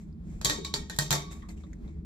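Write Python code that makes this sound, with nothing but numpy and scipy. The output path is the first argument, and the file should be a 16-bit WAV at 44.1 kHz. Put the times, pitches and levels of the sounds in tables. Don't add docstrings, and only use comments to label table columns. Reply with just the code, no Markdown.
import sys
import numpy as np
from scipy import signal
from scipy.fft import rfft, irfft
from scipy.io import wavfile
from scipy.ndimage import uniform_filter1d

SR = 44100
rng = np.random.default_rng(int(sys.argv[2]) if len(sys.argv) > 2 else 0)


def wav_out(sig):
    wavfile.write(sys.argv[1], SR, np.round(np.clip(np.atleast_2d(sig).T, -1, 1) * 32767).astype(np.int16))


def linear_from_db(decibels):
    return 10 ** (np.asarray(decibels, float) / 20)


N = 90404
LAG_S, UNALIKE, ALIKE_HZ = -0.00023, 1.445, 314
LOW_HZ, BRIGHT_HZ = 2400, 8500
CONTACT_S, RATTLE_S, RATTLE_DB = 0.0007, 0.012, -8
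WAVER_DB = 3.0
LEFT_RIGHT = np.array([[1], [-1]]) / 2


def unit(x):
    return x / np.sqrt(np.mean(x ** 2))


def colour(x, table, extra=0):
    hz, table = np.fft.rfftfreq(x.shape[-1], 1 / SR) + 1, np.array(table)
    db = np.interp(np.log(hz), np.log(table[:, 0]), table[:, 1])
    db = db - 12 * np.log2(np.maximum(table[0, 0] / hz, 1))
    return irfft(rfft(x) * linear_from_db(db + extra), x.shape[-1])


def ports(size):
    shared, *own = rfft(rng.standard_normal((3, size)))
    hz = np.fft.rfftfreq(size, 1 / SR)
    share = UNALIKE * hz ** 2 / (hz ** 2 + ALIKE_HZ ** 2)
    lag = np.exp(-2j * np.pi * hz * LAG_S * np.array([[1], [0]]))
    return irfft((shared * lag + share * np.array(own)) / np.sqrt(1 + share ** 2), size)


def ring(times, gains, hz, t60, spread):
    strikes = np.zeros(N, complex)
    np.add.at(strikes, np.minimum((times * SR).astype(int), N - 1), gains)
    pole = np.exp(2j * np.pi * hz / SR - np.log(1000) / (t60 * SR))
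    mode = signal.lfilter([1], [1, -pole], strikes)
    left_phase = spread - 2 * np.pi * hz * LAG_S
    return (mode * np.exp(1j * np.array([[left_phase], [0]]))).imag


def tone_db(hz, low_db, bright_db):
    return low_db / (1 + (hz / LOW_HZ) ** 4) + bright_db / (1 + (BRIGHT_HZ / hz) ** 4)


def walk(rate):
    k = int(SR / rate)
    steps = np.repeat(rng.standard_normal(N // k + 1), k)
    return 1.6 * uniform_filter1d(uniform_filter1d(steps, k), k)[:N]


# hz, level_db [dB per Hz]
AIR = [(12, -51), (20, 5), (60, -0.5), (134, -23), (210, -4.5), (277, -14), (310, -19), (738, -33.5),
       (16000, -64.5)]
# pitch_hz, width_hz, level_db
DUCT = [(52, 14, -48), (73.4, 22, -45), (171.5, 51, -47), (213.1, 25, -53.5), (318.5, 40, -57.5),
        (412, 35, -66.5)]
# time_s, level_db
RUMBLE = [(0.0, -52), (0.13, -46.5), (0.29, -42), (0.38, -41.5), (0.85, -47.5), (1.14, -45.5),
          (1.37, -45.5), (1.66, -44), (2.05, -46)]


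def ventilation():
    hz = np.fft.rfftfreq(N, 1 / SR) + 1
    out = linear_from_db(-48 + 3 * walk(17)) * unit(colour(ports(N), AIR))
    swell = np.interp(np.arange(N) / SR, *np.array(RUMBLE).T) + 45
    for f, width, db in DUCT:
        hum = unit(irfft(rfft(ports(N)) / (1 + ((hz - f) / (width / 2)) ** 2), N))
        out = out + linear_from_db(db + walk(3.4) + swell * (f < 100)) * hum
    return out


# start_s, rise_s, fall_t60_s, level_db, bright_db
BRUSHES = [(0.0, 0.0024, 0.33, -64, -1), (0.219, 0.1, 1, -64.5, -1.5), (1.305, 0.0062, 0.45, -52, -4.5),
           (1.317, .005, .22, -50, 6), (1.486, 0.0024, 0.17, -50.5, 3), (1.558, 0.015, 1, -64, -7),
           (1.831, 0.073, 0.24, -66.5, -11)]
# hz, level_db [dB per Hz]
FUR = [(700, 1), (1500, -8), (2250, -0.5), (3300, -9.5), (4700, -12.5), (7400, -2.5), (9300, -14.5),
       (15000, -22.5)]


def fur():
    t, out, hz = np.arange(N) / SR, 0, np.fft.rfftfreq(N, 1 / SR) + 1
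    for s, rise, t60, db, bright in BRUSHES:
        fall = linear_from_db(-60 * np.maximum(t - s - rise, 0) / t60)
        env = linear_from_db(db) * np.clip((t - s) / rise, 0, 1) * fall
        out = out + env * unit(colour(ports(N), FUR, tone_db(hz, 0, bright)))
    return out * linear_from_db(1.3 * walk(150))


# start_s, level_db, pitch_hz, ring_t60_s
TAPS = [(0.1266, -66.5, 4840, 0.03), (1.4213, -54, 1870, 0.17), (1.42, -60, 3240, 0.1),
        (1.427, -52, 1136, 0.2), (1.489, -54, 7200, 0.019), (1.49, -54, 4220, 0.058),
        (1.499, -56.5, 2070, 0.13), (1.6346, -61, 3700, 0.09), (1.637, -60, 590, .15),
        (1.575, -64, 2900, .15), (1.665, -65, 2050, .1), (1.84, -70, 2120, .9), (1.49, -59, 11300, .02),
        (1.637, -58, 1160, 0.11), (1.731, -50, 1860, 0.045), (1.731, -55.5, 6730, 0.031),
        (0.585, -37, 396, 0.24), (1.879, -56.5, 589, 0.12), (1.8772, -64.5, 3700, 0.07),
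        (1.879, -64, 1044, 0.13), (2.046, -74.5, 3000, 0.03)]
# hz, level_db [dB per Hz]
KNOCK = [(450, -10.5), (1100, -4), (1900, -8), (2650, -8), (3800, -4.5), (7400, -3), (8800, -10.5),
         (14000, -21.5)]


def taps(size=8192):
    out, t, f = np.zeros((2, N + size)), np.arange(size) / SR, np.fft.rfftfreq(size, 1 / SR)
    for s, db, hz, t60 in TAPS:
        burst = unit(irfft(rfft(ports(size)) / (1 + ((f - hz) / (0.1 * hz)) ** 2), size))
        burst = burst * linear_from_db(-60 * t / t60)
        click = unit(colour(ports(size), KNOCK)) * linear_from_db(-60 * t / 0.03 - 11)
        i = int(s * SR)
        out[:, i:i + size] += linear_from_db(db) * np.clip(t / 0.0008, 0, 1) * (burst + click)
    return out[:, :N]


# start_s, level_db, door_shake_db, low_db, bright_db
KNOCKS = [(0.4135, -35, -13.5, 3, 2), (0.4469, -14.5, -7.5, -12.5, 5.5), (0.4555, -18, -19.5, -0.5, -5),
          (0.478, -31, -15, -1, 0.5), (0.4973, -18.5, -15.5, -1, -0.5), (0.5045, -23, -8.5, -6.5, -10),
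          (0.6474, -26, -16.5, -7, -6), (0.7392, -20, -4, -3, -1.5), (0.8974, -30.5, -5.5, 0, 1.5),
          (0.9627, -41, -7, -3, 8), (0.9872, -17, 3.5, -2.5, 7), (1.1064, -17.5, -0.5, -2.5, 4.5),
          (1.114, -17.5, -0.5, -1.5, -3.5), (1.1262, -22, 1, 5.5, 12.5)]
# pitch_hz, level_db, t60_s
DOOR = [(146.2, -1.5, 0.34), (174, -11, .2)]
# pitch_hz, level_db, t60_s
PANEL = [(302, -26, .4), (327.3, -24.5, 0.36), (387.2, -21, 0.45), (412, -28, 0.71), (447, -29.5, 0.5)]


def door():
    t, db, shake = np.array(KNOCKS).T[:3]
    out = sum(ring(t, linear_from_db(db + shake - 10 + d), hz, t60, 0.13) for hz, d, t60 in DOOR)
    for hz, d, t60 in PANEL:
        r = rng.standard_normal((len(t), 2))
        wall = ring(t, linear_from_db(db + d + 2.5 * r[:, 0]), hz, t60, 0.28 * r[0, 1])
        out = out + wall * linear_from_db(-3 * LEFT_RIGHT)
    push = np.hanning(int(0.0021 * SR) + 3)
    return signal.lfilter(push / push.sum(), [1], out)


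# start_s, pitch_hz, level_db, t60_s
CLUMPS = [(.4478, 7300, -25, .05), (.453, 3400, -28, .1), (.503, 1850, -36, .16), (.6485, 4300, -36.5, .07),
          (.74, 4500, -30, .08), (.8985, 4000, -37, .04), (.905, 1700, -46, .2), (.99, 1750, -34, .12),
          (1.108, 3900, -28, .08), (1.126, 3600, -30, .07), (1.125, 680, -38, .3), (1.112, 6700, -31, .1),
          (1.13, 2150, -39, .3)]


def clumps(size=8192):
    out, t, f = np.zeros((2, N + size)), np.arange(size) / SR, np.fft.rfftfreq(size, 1 / SR)
    for s, hz, db, t60 in CLUMPS:
        burst = unit(irfft(rfft(ports(size)) / (1 + ((f - hz) / (0.09 * hz)) ** 4), size))
        i = int(s * SR)
        out[:, i:i + size] += burst * np.clip(t / 0.0015, 0, 1) * linear_from_db(db - 60 * t / t60)
    return out[:, :N]


def contacts(count=4):
    t = np.array(KNOCKS)[:, 0]
    r = rng.random((len(t), count))
    order = np.arange(count)
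    late = np.where(order < 2, CONTACT_S, RATTLE_S) * (0.3 + r) * order
    db = np.where(order < 2, 0, RATTLE_DB) - 5 * (order == 0)
    return (t[:, None] + late).ravel(), np.repeat(np.arange(len(t)), count), np.tile(db, len(t))


# pitch_hz, level_db, t60_s
BARS = [(707, -16, 0.28), (1125, -15.5, .3), (1870, -8, 0.11), (2290, -20, .35), (3580, -10, .3),
        (3774, -8, 0.26), (3930, -8, 0.11), (4440, -12.5, 0.14), (5580, -16.5, 0.19), (6003, -13, 0.24),
        (7100, -7.5, 0.17), (7520, -8.5, 0.26)]


def bars():
    t, k, hit_db = contacts()
    db, _, low, bright = np.array(KNOCKS)[k].T[1:]
    out = 0
    for hz, mode_db, t60 in BARS:
        for off in np.linspace(-1, 1, 3) + 0.297 * rng.standard_normal(3):
            r = rng.standard_normal((len(t), 3))
            level = db + hit_db - 25 + mode_db + tone_db(hz, low, bright) + 2 * r[:, 0]
            gain = linear_from_db(level) * np.exp(2j * r[:, 2])
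            bar = ring(t, gain, hz * (1 + 0.008 * off), t60, UNALIKE * r[0, 1])
            out = out + bar * linear_from_db(WAVER_DB * walk(60))
    return out


def mesh(count=90):
    t, k, hit_db = contacts()
    db, _, low, bright = np.array(KNOCKS)[k].T[1:]
    out, shape = 0, np.array(KNOCK)
    for hz in 500 + 15000 * ((np.arange(count) + rng.random(count)) / count) ** 1.3:
        r = rng.standard_normal((len(t), 3))
        mode_db = np.interp(np.log(hz), np.log(shape[:, 0]), shape[:, 1]) - 15
        level = db + hit_db - 7 + mode_db + tone_db(hz, low, bright) + 3 * r[:, 0]
        t60 = 0.12 * (4000 / hz) ** 0.15 * np.exp(0.18 * r[0, 2])
        out = out + ring(t, linear_from_db(level) * np.exp(2j * r[:, 1]), hz, t60, UNALIKE * r[0, 1])
    return out


# start_s, pitch_hz, level_db, t60_s
STRUCK = [(0.4483, 1122, -37.5, 0.45), (0.4475, 3745, -40, 0.8), (0.449, 7400, -38, 0.11),
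          (0.45, 3560, -38, .25), (0.497, 1871, -33, 0.2), (0.498, 302, -41, 0.35),
          (0.498, 5080, -38.5, .12), (0.497, 6002, -44, .45), (.498, 2256, -52, .8), (.498, 3607, -44, .35),
          (.498, 5615, -42, .24), (.498, 4360, -46, .3), (.498, 7600, -46, .5), (0.649, 1122, -47, 0.4),
          (0.648, 3752, -48, 0.6), (.649, 2256, -48, .3), (.649, 5696, -50, .3), (0.741, 4690, -35, .1),
          (.741, 4355, -47, .3), (.741, 3558, -42, .25), (.741, 3768, -43, .3), (.741, 926, -47, .23),
          (.741, 600, -52, .25), (.741, 1868, -46, .5), (.741, 2261, -47, .3), (0.74, 412, -46, 0.51),
          (0.898, 1540, -47, .12), (.899, 1850, -46, .25), (.899, 3550, -50, .4), (0.988, 1872, -34, 0.2),
          (0.989, 1552, -34, 0.12), (0.988, 6003, -45, 0.55), (.989, 5060, -39, .15), (.989, 3700, -48, .6),
          (1.107, 3755, -43, 0.75), (1.114, 706, -43, 0.26), (1.127, 1830, -37, .15),
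          (1.129, 5500, -40, 0.33), (1.128, 1125, -40, 0.6), (1.127, 3615, -39, .45),
          (1.127, 2256, -45, .6), (1.127, 6006, -44, .35), (1.127, 620, -50, .45)]


def struck():
    out = 0
    for s, hz, db, t60 in STRUCK:
        r, start = rng.standard_normal(3), np.array([s])
        spread = 2 * np.pi * hz * LAG_S + 1.1 * np.sign(r[0])
        line = ring(start, linear_from_db(db - 2.5), hz, t60, spread)
        twin_hz = hz * (1 + 0.014 * np.sign(r[1]))
        twin = ring(start, linear_from_db(db - 2), twin_hz, 0.7 * t60, 1.2 * r[2])
        out = out + (line + twin) * linear_from_db(WAVER_DB * walk(70))
    return out


def cracks(size=22050):
    out, t = np.zeros((2, N + size)), np.arange(size) / SR
    hz = np.fft.rfftfreq(size, 1 / SR) + 1
    top = 1 / (1 + (6900 / hz) ** 8)
    rise = np.clip(t / CONTACT_S, 0, 1) ** 2
    crack = linear_from_db(9.5 - 60 * t / 0.0058)
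    low_env = rise * (crack + linear_from_db(-8 - 60 * t / 0.37))
    top_env = rise * (crack + linear_from_db(-8 - 60 * t / 0.23))
    steel = 3.5 * walk(1500)[:len(hz)]
    for s, db, _, low, bright in KNOCKS:
        tone = rfft(unit(colour(ports(size), KNOCK))) * linear_from_db(db - 8 + tone_db(hz, low, bright) + steel)
        i = int(s * SR)
        out[:, i:i + size] += low_env * irfft(tone * (1 - top), size) + top_env * irfft(tone * top, size)
    return out[:, :N] * linear_from_db(0.85 * walk(900))


# pitch_hz, level_db, t60_s
STICK = [(1677, -14, 0.036), (4018, -5.5, 0.019), (7200, -9.5, 0.017), (11620, -15, 0.011),
         (13720, -12.5, 0.0079)]


def stick():
    t, db, _, low, bright = np.array(KNOCKS).T
    out = 0
    for hz, d, t60 in STICK:
        r = rng.standard_normal((len(t), 2))
        gain = linear_from_db(db + d + tone_db(hz, low, bright) + 1.6 * r[:, 0])
        out = out + ring(t + CONTACT_S, gain, hz, t60, UNALIKE * r[0, 1])
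    return out


def scene():
    cat = fur() + taps()
    cage = door() + clumps() + bars() + mesh() + struck() + cracks()
    return ventilation() + cat + cage + stick()


def band_limit(x):
    return signal.sosfilt(signal.butter(12, 16480, fs=SR, output="sos"), x)


# pitch_hz, width_hz, level_db
NOTCHES = [(2860, 260, -8), (8600, 350, -14)]
# hz, left_minus_right_db
PORT_BALANCE = [(60, 0), (125, 1), (250, -1.5), (550, 6), (1100, 1.5), (2000, 1), (4000, -2.5), (8000, 1.5),
                (12000, -2.5)]


def record(dry):
    hz = np.fft.rfftfreq(N, 1 / SR)
    body_db = sum(db / (1 + ((hz - f) / (width / 2)) ** 2) for f, width, db in NOTCHES)
    port_hz, port_db = np.array(PORT_BALANCE).T
    lean_db = np.interp(np.log(hz + 1), np.log(port_hz), port_db)
    heard = irfft(rfft(dry) * linear_from_db(body_db + lean_db * LEFT_RIGHT), N)
    heard = signal.sosfilt(signal.butter(2, 33, "high", fs=SR, output="sos"), heard)
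    mix = signal.sosfilt(signal.ellip(8, 0.2, 60, 15300, fs=SR, output="sos"), heard)
    return band_limit(mix)


dry = scene()
out = record(dry)
wav_out(out)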